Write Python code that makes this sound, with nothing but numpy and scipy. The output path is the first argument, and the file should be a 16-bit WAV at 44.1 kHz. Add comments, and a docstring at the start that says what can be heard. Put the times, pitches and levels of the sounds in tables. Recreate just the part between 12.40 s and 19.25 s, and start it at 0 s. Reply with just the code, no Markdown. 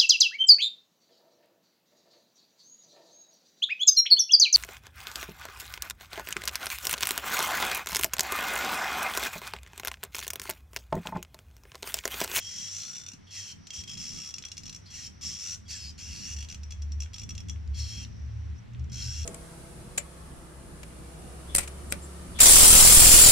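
"""A hand grease gun is pumped in a workshop: its steel lever and plunger scrape, judder and slip in short strokes.
Rough friction noise, broken into slips, rings the barrel, spring, head, lever and rod through bending resonances.
Small snaps, squeaks, ticks, thumps and a thin hiss join in. Two unsteady low tones and a growl make an engine
outside, over the room's quiet hiss and rumble of filtered noise. Two microphone ports listen."""
import sys
import numpy as np
from scipy import signal
from scipy.fft import rfft, irfft, next_fast_len
from scipy.io import wavfile
from scipy.ndimage import uniform_filter1d, map_coordinates

SR = 44100
rng = np.random.default_rng(int(sys.argv[2]) if len(sys.argv) > 2 else 0)


def wav_out(sig):
    """Save sig, one row per channel (or a flat mono array), as 16-bit PCM at SR to the path in sys.argv[1]."""
    wavfile.write(sys.argv[1], SR, np.round(np.clip(np.atleast_2d(sig).T, -1, 1) * 32767).astype(np.int16))


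N = 302085  # length in samples
T = np.arange(N) / SR  # time in seconds


def amp(db):
    """Gain of a level in dB."""
    return 10 ** (np.asarray(db) / 20)


def unit(x):
    """x scaled to an rms of 1."""
    return x / np.sqrt(np.mean(np.abs(x) ** 2) + 1e-20)


def noise(size=N):
    """Two unrelated channels of white noise."""
    return rng.standard_normal((2, size))


def along(points, hz):
    """Read (pitch_hz, value) points at any pitch, on a log axis."""
    point_hz, values = np.transpose(points)
    return np.interp(np.log(hz + 1), np.log(point_hz + 1), values)


def curves(rows, t=T):
    """Draw straight lines over time through each column after the first, which holds the times."""
    times, *columns = np.transpose(rows)
    return np.array([np.interp(t, times, column) for column in columns])


def wobble(rate, size=N):
    """A smooth random curve with about rate random points a second."""
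    knots = rng.standard_normal(int(size * rate / SR) + 4)
    return map_coordinates(knots, [np.arange(size) * rate / SR])


def filtered(x, response):
    """Multiply the spectrum of x by a response, given as a function of frequency."""
    padded = next_fast_len(N + SR // 2)
    hz = np.fft.rfftfreq(padded, 1 / SR)
    return irfft(rfft(x, padded) * response(hz), padded)[..., :N]


def resonances(modes):
    """Response of fixed resonances (pitch_hz, width_hz, level_db), scaled so white noise keeps its level."""
    def response(f):
        total = 0
        for k, (hz, width, db) in enumerate(modes):
            peak = 1j * f * width / (hz * hz - f * f + 1j * f * width)
            total = total + (-1) ** k * amp(db) * peak  # alternate signs
        return unit(total)
    return response


def moving(x, hz, width_hz):
    """A resonance whose pitch follows hz: shift down, one pole, shift back; white noise keeps its level."""
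    turn = np.exp(2j * np.pi * np.cumsum(hz) / SR)
    pole = np.exp(-np.pi * width_hz / SR)
    return np.real(turn * signal.lfilter([np.sqrt(2 - 2 * pole ** 2)], [1, -pole], x / turn))


def ports(pair, alike):
    """Mix two unrelated signals to left and right so that they share the given likeness at each pitch."""
    def shares(hz):
        angle = np.arccos(np.clip(along(alike, hz), -1, 1)) / 2
        return np.array([np.cos(angle), np.sin(angle)])
    mid, side = filtered(pair, shares)
    return np.array([mid + side, mid - side])


def burst(size, rise, t60):
    """Force of one slip: a quick rise, then a decay (60 dB in t60 seconds) as the metal grips again."""
    t = np.arange(size) / SR
    return (1 - np.exp(-t / rise)) * amp(-60 * t / t60)


# Tone colour of the hiss: pitch_hz, relative level_db (per Hz)
HISS_COLOUR = [(180, -49), (300, -7), (535, -12.5), (1160, -15.5), (2040, -15.5), (15500, -40)]
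# Tone colour of the low rumble: pitch_hz, relative level_db (per Hz)
RUMBLE_COLOUR = [(15, -49), (25, -3.5), (76, -8.5), (184, 0), (241, -6), (420, -18), (550, -41.5),
                 (920, -120)]
# How alike the background is at the two ports: pitch_hz, likeness (-1 to 1)
ROOM_LIKENESS = [(60, 0.22), (130, 0.61), (290, -0.74), (640, -0.61), (3100, 0.52), (6000, 0.045)]


def room():
    """The workshop's steady hiss over a lumpy rumble, both coloured noise whose level sways at random."""
    def layer(colour):
        coloured = filtered(noise(), lambda hz: amp(along(colour, hz)))
        return unit(ports(coloured, ROOM_LIKENESS))
    hiss = amp(-61.5 + 1 * wobble(1.86)) * layer(HISS_COLOUR)
    rumble_db = -56.0 + .6 * wobble(2.99) + 3.83 * wobble(10)  # slow sway plus quicker lumps
    rumble = amp(rumble_db) * layer(RUMBLE_COLOUR) * amp([[-.9], [.9]])  # a little louder on the right
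    return hiss + rumble


# Swells of the lower engine tone: time_s, level_db (a random sway is added)
BOOM = [(0, -75.5), (2.1, -60.5), (2.28, -59), (3.67, -49.5), (3.73, -36), (3.79, -68), (3.89, -44),
        (4.65, -36.5), (4.73, -55), (5.29, -32), (5.49, -35), (5.54, -47), (6.12, -32.5), (6.28, -60.5),
        (6.36, -29), (6.5, -49), (6.66, -33.5), (6.85, -40)]
# The higher engine tone: time_s, pitch_hz (a random drift is added), level_db
DRONE_TONE = [(2.5, 96.7, -59), (4.5, 96.8, -54), (5.3, 101, -42), (5.7, 108.9, -48), (6.1, 108.3, -39),
              (6.25, 114.9, -50.5), (6.37, 116.6, -43), (6.66, 116.8, -35.5), (6.85, 113.7, -50)]


def engine():
    """Two unsteady low tones, each blurred by noise around its pitch, over a wide growl that follows the boom."""
    boom_db, = curves(BOOM)
    drone_hz, drone_db = curves(DRONE_TONE)
    boom_tone = (boom_db + 2 * wobble(8.6), 74, 1.5, .5)  # level dB, pitch Hz, drift Hz, blur
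    drone_tone = (drone_db, drone_hz, 2.5, .8)
    tones = np.zeros((2, N))
    for db, hz, drift_hz, blur in [boom_tone, drone_tone]:
        carrier = np.exp(2j * np.pi * np.cumsum(hz + drift_hz * wobble(8.3)) / SR)
        shared = 1 + blur * (wobble(19) + 1j * wobble(28))
        own = .24 * np.array([wobble(25) + 1j * wobble(30) for _ in tones])  # differs between ports
        tones += amp(db) * unit(np.real(carrier * (shared + own)))
    growl_modes = [(50, 25, 0), (105, 50, -3), (190, 90, -5), (750, 700, -17)]
    growl = filtered(noise(), lambda f: unit(resonances(growl_modes)(f) ** 2))
    growl_gain = amp(-11.0) * uniform_filter1d(amp(boom_db), SR)  # the boom's level averaged over 1 s
    return tones * amp([[.4], [-.4]]) + growl_gain * ports(growl, ROOM_LIKENESS)


# Dull low bumps: start_s, level_db, pitch_hz
BUMPS = [(0.732, -48, 244), (1.367, -40, 78.5)]


def thumps():
    """Each bump is a short soft swell of a few low cycles."""
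    cycles = 4.6
    out = np.zeros(N)
    for s, db, hz in BUMPS:
        progress = np.clip((T - s) * hz / cycles, 0, 1)
        out += amp(db) * np.sin(np.pi * progress) ** 2 * np.sin(2 * np.pi * hz * (T - s))
    return out


# Thin hiss near the barrel's pitch: time_s, level_db (a random sway is added)
SEEP_LEVEL = [(1.1, -69), (1.26, -60.5), (5.6, -71), (5.7, -65), (6.1, -71), (6.22, -89)]


def seep():
    """A thin hiss whose level rises and falls: noise through two wide resonances, applied twice."""
    modes = [(5800, 600, 0), (3800, 2400, -10)]
    hiss = filtered(noise(), lambda f: unit(resonances(modes)(f) ** 2))
    return amp(curves(SEEP_LEVEL)[0] + 1.5 * wobble(14)) * ports(hiss, [(5800, 0.52)])


# How long the room rings: pitch_hz, t60_s (time to fade by 60 dB)
WALL_DECAY = [(1000, 0.31), (5000, 0.14), (12000, 0.26)]


def walls(x):
    """The room's answer: noise in which each frequency dies at its own speed, starting 200 samples late."""
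    hz, t, z = signal.stft(noise(SR // 2), SR, nperseg=256)
    decay = amp(-60 * t / along(WALL_DECAY, hz)[:, None])
    tail = signal.istft(z * decay, SR, nperseg=256)[1]
    late = np.pad(x, ((0, 0), (200, 0)))
    return signal.fftconvolve(late, tail / np.linalg.norm(tail[0]), axes=1)[:, :N]


# The nozzle touches the gear: start_s, level_db (before the click is shaped), pitch_hz (centre)
TOUCHES = [(2.0383, -36, 2800), (4.66, -45, 2000), (5.1597, -53, 2000), (5.276, -51, 4500),
           (5.649, -39, 3500), (6.3476, -49.5, 2200)]


def ticks():
    """Each touch is a short broad click: a noise burst through two equal resonances around its own pitch."""
    size = 600
    out = np.zeros((2, N))
    for s, db, hz in TOUCHES:
        pitch, width_hz = np.full(size, hz), 0.92 * hz
        click = amp(db - 5) * burst(size, rise=.0002, t60=0.012) * noise(size)
        out[:, round(s * SR):][:, :size] += moving(moving(click, pitch, width_hz), pitch, width_hz)
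    return out


# Tiny squeaks: start_s, length_s, from_hz, to_hz, level_db (of the pure tone, before noise is added)
SEAL_SQUEAKS = [(6.14, .045, 5650, 5300, -66), (6.175, .025, 5900, 5700, -64),
                (3.35, .03, 7750, 7500, -47.5), (3.33, .055, 1830, 1600, -59), (2.57, .04, 1950, 1870, -58),
                (.94, .085, 2020, 1850, -59)]


def squeaks():
    """Narrow falling whistles of the greasy seal: a gliding tone mixed with noise around the same pitch."""
    out = np.zeros((2, N))
    for s, length, from_hz, to_hz, db in SEAL_SQUEAKS:
        a = round(s * SR)
        progress = np.linspace(0, 1, round(length * SR))
        size = len(progress)
        hz = from_hz + (to_hz - from_hz) * progress
        tone = np.sin(2 * np.pi * np.cumsum(hz) / SR)
        blur = moving(noise(SR // 8)[:, :size], hz, width_hz=70)
        out[:, a:a + size] += amp(db) * np.sin(np.pi * progress) * (tone + 1.34 * blur)
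    return out


# Single slips: start_s, level_db (each part adds its own offset)
SINGLE_SLIPS = [(0.556, -38.5), (0.6627, -42), (0.685, -38.5), (0.717, -41.5), (0.7342, -41), (0.75, -53),
                (1.27, -39), (1.305, -36), (1.3352, -41), (1.437, -38), (1.5725, -38), (1.94, -33),
                (1.962, -42), (1.983, -33.5), (2.024, -40.5), (2.0514, -33.5), (2.064, -46), (2.084, -41),
                (2.117, -34), (2.1689, -40), (2.179, -33.5), (2.234, -40), (2.2552, -38.5), (2.2636, -39),
                (2.279, -39.5), (2.2952, -35), (2.3274, -38), (2.3463, -36), (2.3608, -39.5), (4.087, -39),
                (4.099, -38.5), (4.1125, -40.5), (4.124, -39), (4.145, -36.5), (4.2332, -43),
                (4.3069, -38.5), (4.321, -39), (4.4203, -42.5), (4.52, -43.5), (4.603, -35.5), (4.621, -37),
                (4.633, -40), (4.733, -40.5), (4.7415, -37.5), (4.761, -38.5), (4.7823, -39), (4.795, -38),
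                (4.8162, -38), (4.8332, -40), (4.8914, -35.5), (4.9059, -39), (4.9512, -41),
                (4.9788, -36.5), (5.003, -41), (5.085, -42), (5.0958, -35), (6.281, -66), (6.334, -57),
                (6.394, -56.5), (6.441, -58), (6.497, -51)]


def crack(rough):
    """The dry snap as each single slip breaks free: a very short noise burst through two wide resonances."""
    kicks = np.zeros(N)
    s, db = np.transpose(SINGLE_SLIPS)
    kicks[np.round(s * SR).astype(int)] = amp(db + 1.0)
    snap = np.convolve(kicks, burst(size=400, rise=0.000082, t60=0.0048))[:N] * rough
    modes = [(2000, 1600, -6), (5300, 3400, 0)]
    return filtered(snap, lambda f: unit(resonances(modes)(f) ** 2))


# How much a single slip rings the lower parts: time_s, spring_db, lever_db (added to the slip's level)
SLIP_SPREAD = [(.5, -19, -7), (1.3, -1, -8), (2.1, -12.5, -12.5), (4, -13, -3.5), (4.6, -6.5, -9)]


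def slips():
    """Force of the single slips on each part: a kick at each start, stretched into a quick rise and decay."""
    kicks = np.zeros((7, N))
    scatter_db = rng.normal(0, 1.3, (len(SINGLE_SLIPS), 7))
    for (s, db), chance_db in zip(SINGLE_SLIPS, scatter_db):
        spring_db, lever_db = curves(SLIP_SPREAD, s)
        # barrel, spring, head, lever, rod, shell, sliding faces
        parts_db = np.array([.4, spring_db, -23, lever_db, -15, -1.5, -15])
        kicks[:, round(s * SR)] = amp(db + chance_db + parts_db)
    return signal.fftconvolve(kicks, burst(size=2000, rise=0.00075, t60=0.026)[None], axes=1)[:, :N]


# Squeezes of the lever: start_s, length_s, rise_s, level_db (before part offsets), fade_db, judder (0-1),
# slips_per_s (before random and fade changes), spring_db, lever_db, rod_db (added to level_db),
# barrel_hz, spring_hz, head_hz, rod_hz (at the start), bend_percent (as load builds)
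LEVER_SQUEEZES = [(0, 0.2926, 0.1, -41.5, -3, 0.34, 43, -10, -30, -23.5, 5570, 3220, 2000, 4230, 0.8),
                  (0.28, 0.43, 0.095, -38, 11.5, 0.53, 64, -20.5, -30, -25, 5604, 3467, 1330, 4200, 3.1),
                  (1.328, 0.1, 0.026, -42, 0, 0.4, 160, -10, -18, -31, 5570, 3244, 1250, 4300, 0.69),
                  (1.475, 0.09, 0.011, -42, 1.5, 0.9, 59, -9, -19, -35, 5350, 3260, 1230, 4300, 0.6),
                  (1.575, 0.35, 0.031, -41.5, 1, 0.82, 73.5, -15, -19, -28, 5415, 3265, 1216, 4260, 3.3),
                  (2.81, 0.18, 0.029, -38, 3, 0.9, 125, -21, -25, -39, 5470, 3300, 1170, 4260, 0.92),
                  (2.986, 0.18, 0.11, -36.5, 1, 0.97, 98, -31, -19.5, -29, 5450, 3460, 1274, 4330, 6.3),
                  (3.578, 0.38, 0.012, -45, -0.5, 0.7, 85, -17.5, -8.5, -12, 5390, 3220, 1610, 4420, 5.8),
                  (3.963, 0.096, 0.0027, -45.5, 3.5, 1, 58, -12.5, -6, -12.5, 5750, 3270, 2010, 4450, 0.73),
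                  (6.517, 0.34, 0.082, -41.5, 0.5, 0.94, 97, -16.5, -15, -17, 5430, 3254, 1510, 4180, 2.7)]
# The lever swinging back: start_s, length_s, slack_s, rise_s, level_db (before part offsets), fade_db,
# spring_db, rod_db (added to level_db), barrel_hz, rod_hz (at the start), bend_percent (over the swing)
LEVER_RETURNS = [(0.867, 0.27, 0.04, 0.051, -40.5, 5.5, -13.5, -16, 5520, 4250, 0),
                 (2.457, 0.23, 0.045, 0.081, -41.5, 2, -18.5, -12.5, 5650, 4250, -2),
                 (3.252, 0.27, 0.028, 0.028, -42.5, 7, -18.5, -10, 5840, 4580, -17.5),
                 (5.333, 0.32, 0.01, 0.062, -45, 2.5, -11, -10, 5440, 4190, 2)]
SQUEEZE_LEAD_DB, RETURN_LEAD_DB = 4, 11  # how far under its level a stroke starts to rise
SQUEEZE_HEAD_DB, RETURN_HEAD_DB, RETURN_LEVER_DB = -28, -36, -15  # added to the stroke's level
RETURN_JUDDER, RETURN_SLIPS_PER_S = 0.23, 150
RETURN_SPRING_HZ, RETURN_HEAD_HZ = 3353, 2240  # at the start of a swing back
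SPRING_SAG, HEAD_SAG = 0.064, 0.23  # share of its pitch that each loses over a swing back
HEAD_BENDS, LEVER_BENDS = 3, .3  # bend of the head, and of lever and rod, over that of the barrel


def plan():
    """Every stroke in order: times, levels, judder, slips, four part levels, four ring pitches at start and end."""
    rows = []
    for (s, length, rise, db, fade_db, judder, rate, spring_db, lever_db, rod_db,
         hz, spring_hz, head_hz, rod_hz, bend) in LEVER_SQUEEZES:
        start = np.array([hz, spring_hz, head_hz, rod_hz])
        end = start * (1 + bend * .01 * np.array([1, 1, HEAD_BENDS, LEVER_BENDS]))
        parts_db = [spring_db, SQUEEZE_HEAD_DB, lever_db, rod_db]
        rows.append((s, length, 0, rise, db, SQUEEZE_LEAD_DB, fade_db, judder, rate, parts_db, start, end))
    for s, length, slack, rise, db, fade_db, spring_db, rod_db, hz, rod_hz, bend in LEVER_RETURNS:
        start = np.array([hz, RETURN_SPRING_HZ, RETURN_HEAD_HZ, rod_hz])
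        end = start * (1 + np.array([bend * .01, -SPRING_SAG, -HEAD_SAG, bend * .01 * LEVER_BENDS]))
        parts_db = [spring_db, RETURN_HEAD_DB, RETURN_LEVER_DB, rod_db]
        rows.append((s, length, slack, rise, db, RETURN_LEAD_DB, fade_db,
                     RETURN_JUDDER, RETURN_SLIPS_PER_S, parts_db, start, end))
    return sorted(rows, key=lambda row: row[0])


REST_HZ, SETTLE_S = [5600, 3349, 1270, 4190], 0.049  # barrel, spring, head and rod with the lever still


def rings():
    """Pitch of barrel, spring, head and rod: bent through each stroke, back at rest in the longer pauses."""
    rows, points = plan(), []
    next_starts = [row[0] for row in rows[1:]] + [N / SR]
    for (s, length, *_, start, end), later in zip(rows, next_starts):
        points += [(s, *start), (min(s + length, later), *end)]
        if later - s - length > 4 * SETTLE_S:
            points += [(s + length + 2 * SETTLE_S, *REST_HZ), (later - SETTLE_S, *REST_HZ)]
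    return curves(points)


# The swing briefly presses harder: start_s, length_s, rise_db (before each part takes its share)
PRESSES = [(2.535, 0.042, 5), (3.283, 0.043, 3), (5.371, 0.037, 6)]
# Random sway of each part (barrel, spring, head, lever, rod, shell, sliding faces): sway_db
PART_SWAY_DB = [1, 1.8, 3, 3, 3.5, 2, 1]
SLACK_DB = 30  # level under the peak before the lever bites
SPRING_FOLLOWS, HEAD_FOLLOWS, ROD_FOLLOWS = 0.12, 0.14, 0.34  # share of the barrel's swell in dB
STALL_JUDDER, STALL_SLOWS = 0.072, 0.0386  # per dB of fade the scrape breaks into more distinct, slower slips


def strokes():
    """Rubbing force on the seven parts: a steady scrape mixed with a train of uneven slips."""
    force = np.zeros((7, N))
    for s, length, slack, rise, db, lead_db, fade_db, judder, rate, parts_db, *_ in plan():
        spring_db, head_db, lever_db, rod_db = parts_db
        a, b = max(round(s * SR), 0), min(round((s + length) * SR), N)
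        size = b - a
        t = T[a:b] - s
        faded_db = fade_db * np.clip((t - slack - rise) / (length - slack - rise), 0, 1)
        rising_db = -lead_db * np.clip(1 - (t - slack) / rise, 0, 1)
        swell_db = np.where(t < slack, -SLACK_DB, rising_db - faded_db)
        for at, span, up_db in PRESSES:
            swell_db += up_db * np.sin(np.pi * np.clip((T[a:b] - at) / span, 0, 1))
        # one slip each time the running count passes a whole number
        slip_rate = rate * amp(1.18 * wobble(30.2, size)) / (1 + STALL_SLOWS * faded_db)
        count = 1 + np.cumsum(slip_rate / SR)
        train = np.diff(np.floor(count), prepend=0) * amp(0.32 * wobble(189.6, size))
        train = unit(signal.fftconvolve(train, burst(size=1500, rise=0.00067, t60=0.062))[:size])
        share = np.clip(judder + STALL_JUDDER * faded_db, 0, 1)
        edges = np.clip(np.minimum(t / 0.0011, (length - t) / 0.018), 0, 1)  # quick start, softer end
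        levels = db + np.array([
            swell_db - 3.0,  # barrel
            SPRING_FOLLOWS * swell_db + spring_db,
            HEAD_FOLLOWS * swell_db + head_db,
            swell_db + lever_db,
            ROD_FOLLOWS * swell_db + rod_db,
            swell_db - 5.0,  # shell
            swell_db - 10.0])  # sliding faces
        # the contact point moves, favouring other parts
        wander = np.array([sway_db * wobble(15.9, size) for sway_db in PART_SWAY_DB])
        force[:, a:b] += edges * amp(levels + wander) * unit(1 - share + share * train)
    return force


# Ring widths of barrel, spring and head: width_hz
MAIN_WIDTHS_HZ = [130, 58, 90]
# Resonances of the lever, before bending: pitch_hz, width_hz, level_db
LEVER_MODES = [(2590, 18, -13.5), (2791, 135, -2.5)]
# Resonances of the rod, before bending: pitch_hz, width_hz, level_db
ROD_MODES = [(4260, 120, 0), (4750, 260, -4.5)]
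# Resonances of the barrel's shell, before bending: pitch_hz, width_hz, level_db (lowered by 6 dB when played)
SHELL_MODES = [(5340, 150, -2.5), (5930, 368, 7), (6278, 460, 6)]
# Tone colour of the broadband rasp of the sliding faces: pitch_hz, relative level_db (per Hz)
RASP_COLOUR = [(900, -23.5), (2000, 6), (4500, 11), (7600, 12.5), (10000, 0), (14300, -13)]
# The gun at the two ports: pitch_hz, likeness, phase_radians between ports, left_right_db
GUN_AT_PORTS = [(1026, .95, -3, -2.5), (2100, 1, -.1, -2.5), (4400, 1, 0, -1.5), (5000, 1, 1, 1.5),
                (6300, .8, .9, 1), (7100, .1, 0, 1), (8100, .5, -3.2, -1), (9300, .3, -4.8, 0)]
SHELL_BENDS, OVERTONE_BENDS = 0.77, 0.94  # powers of the barrel's bend
PITCH_SWAY = .006  # share of the pitch


def gun():
    """Rough friction force rings every part; the two ports hear it with their own level and phase."""
    force, bent = strokes() + slips(), rings()
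    bent *= 1 + PITCH_SWAY * np.array([wobble(14) for _ in bent])  # the grip shifts and the rings waver
    rough = noise()
    barrel_bend, rod_bend = bent[0] / REST_HZ[0], bent[3] / REST_HZ[3]
    pair = np.zeros((2, N))
    for push, hz, width in zip(force, bent, MAIN_WIDTHS_HZ):  # barrel, spring, head
        pair += moving(push * rough, hz, width)
    for hz, width, db in LEVER_MODES:
        pair += amp(db) * moving(force[3] * rough, hz * barrel_bend ** LEVER_BENDS, width)
    for hz, width, db in ROD_MODES:
        pair += amp(db) * moving(force[4] * rough, hz * rod_bend, width)
    shell_push = force[5] * rough
    for k, (hz, width, db) in enumerate(SHELL_MODES):
        pair += (-1) ** k * amp(db - 6.0) * moving(shell_push, hz * barrel_bend ** SHELL_BENDS, width)
    # the barrel's overtone bends with it
    pair += amp(-11.0) * moving(shell_push, 7200 * barrel_bend ** OVERTONE_BENDS, width_hz=230)
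    pair += filtered(force[6] * noise(), lambda hz: unit(amp(along(RASP_COLOUR, hz))))
    pair += crack(noise()) + squeaks() + ticks()
    alike, phase, balance = (np.array(GUN_AT_PORTS)[:, [0, k]] for k in range(1, 4))

    def port_gains(hz):
        left = amp(along(balance, hz) / 2) * np.exp(-.5j * along(phase, hz))
        return np.array([left, 1 / left])
    return filtered(ports(pair, alike), port_gains)


def scene():
    """The gun near the microphone, the room around it, the engine outside."""
    near = gun()
    return near + amp(-6.0) * walls(near) + seep() + engine() + room() + thumps()


def record(dry):
    """The treble is dulled, falls steeply above 14 kHz and is silent above top_hz."""
    top_hz = 15700
    treble = [(7700, 0.5), (8600, -4.0), (14300, -8.5), (15200, -31)]  # pitch Hz, level dB
    return filtered(dry, lambda hz: amp(along(treble, hz)) * (hz < top_hz))


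dry = scene()
out = record(dry)
wav_out(out)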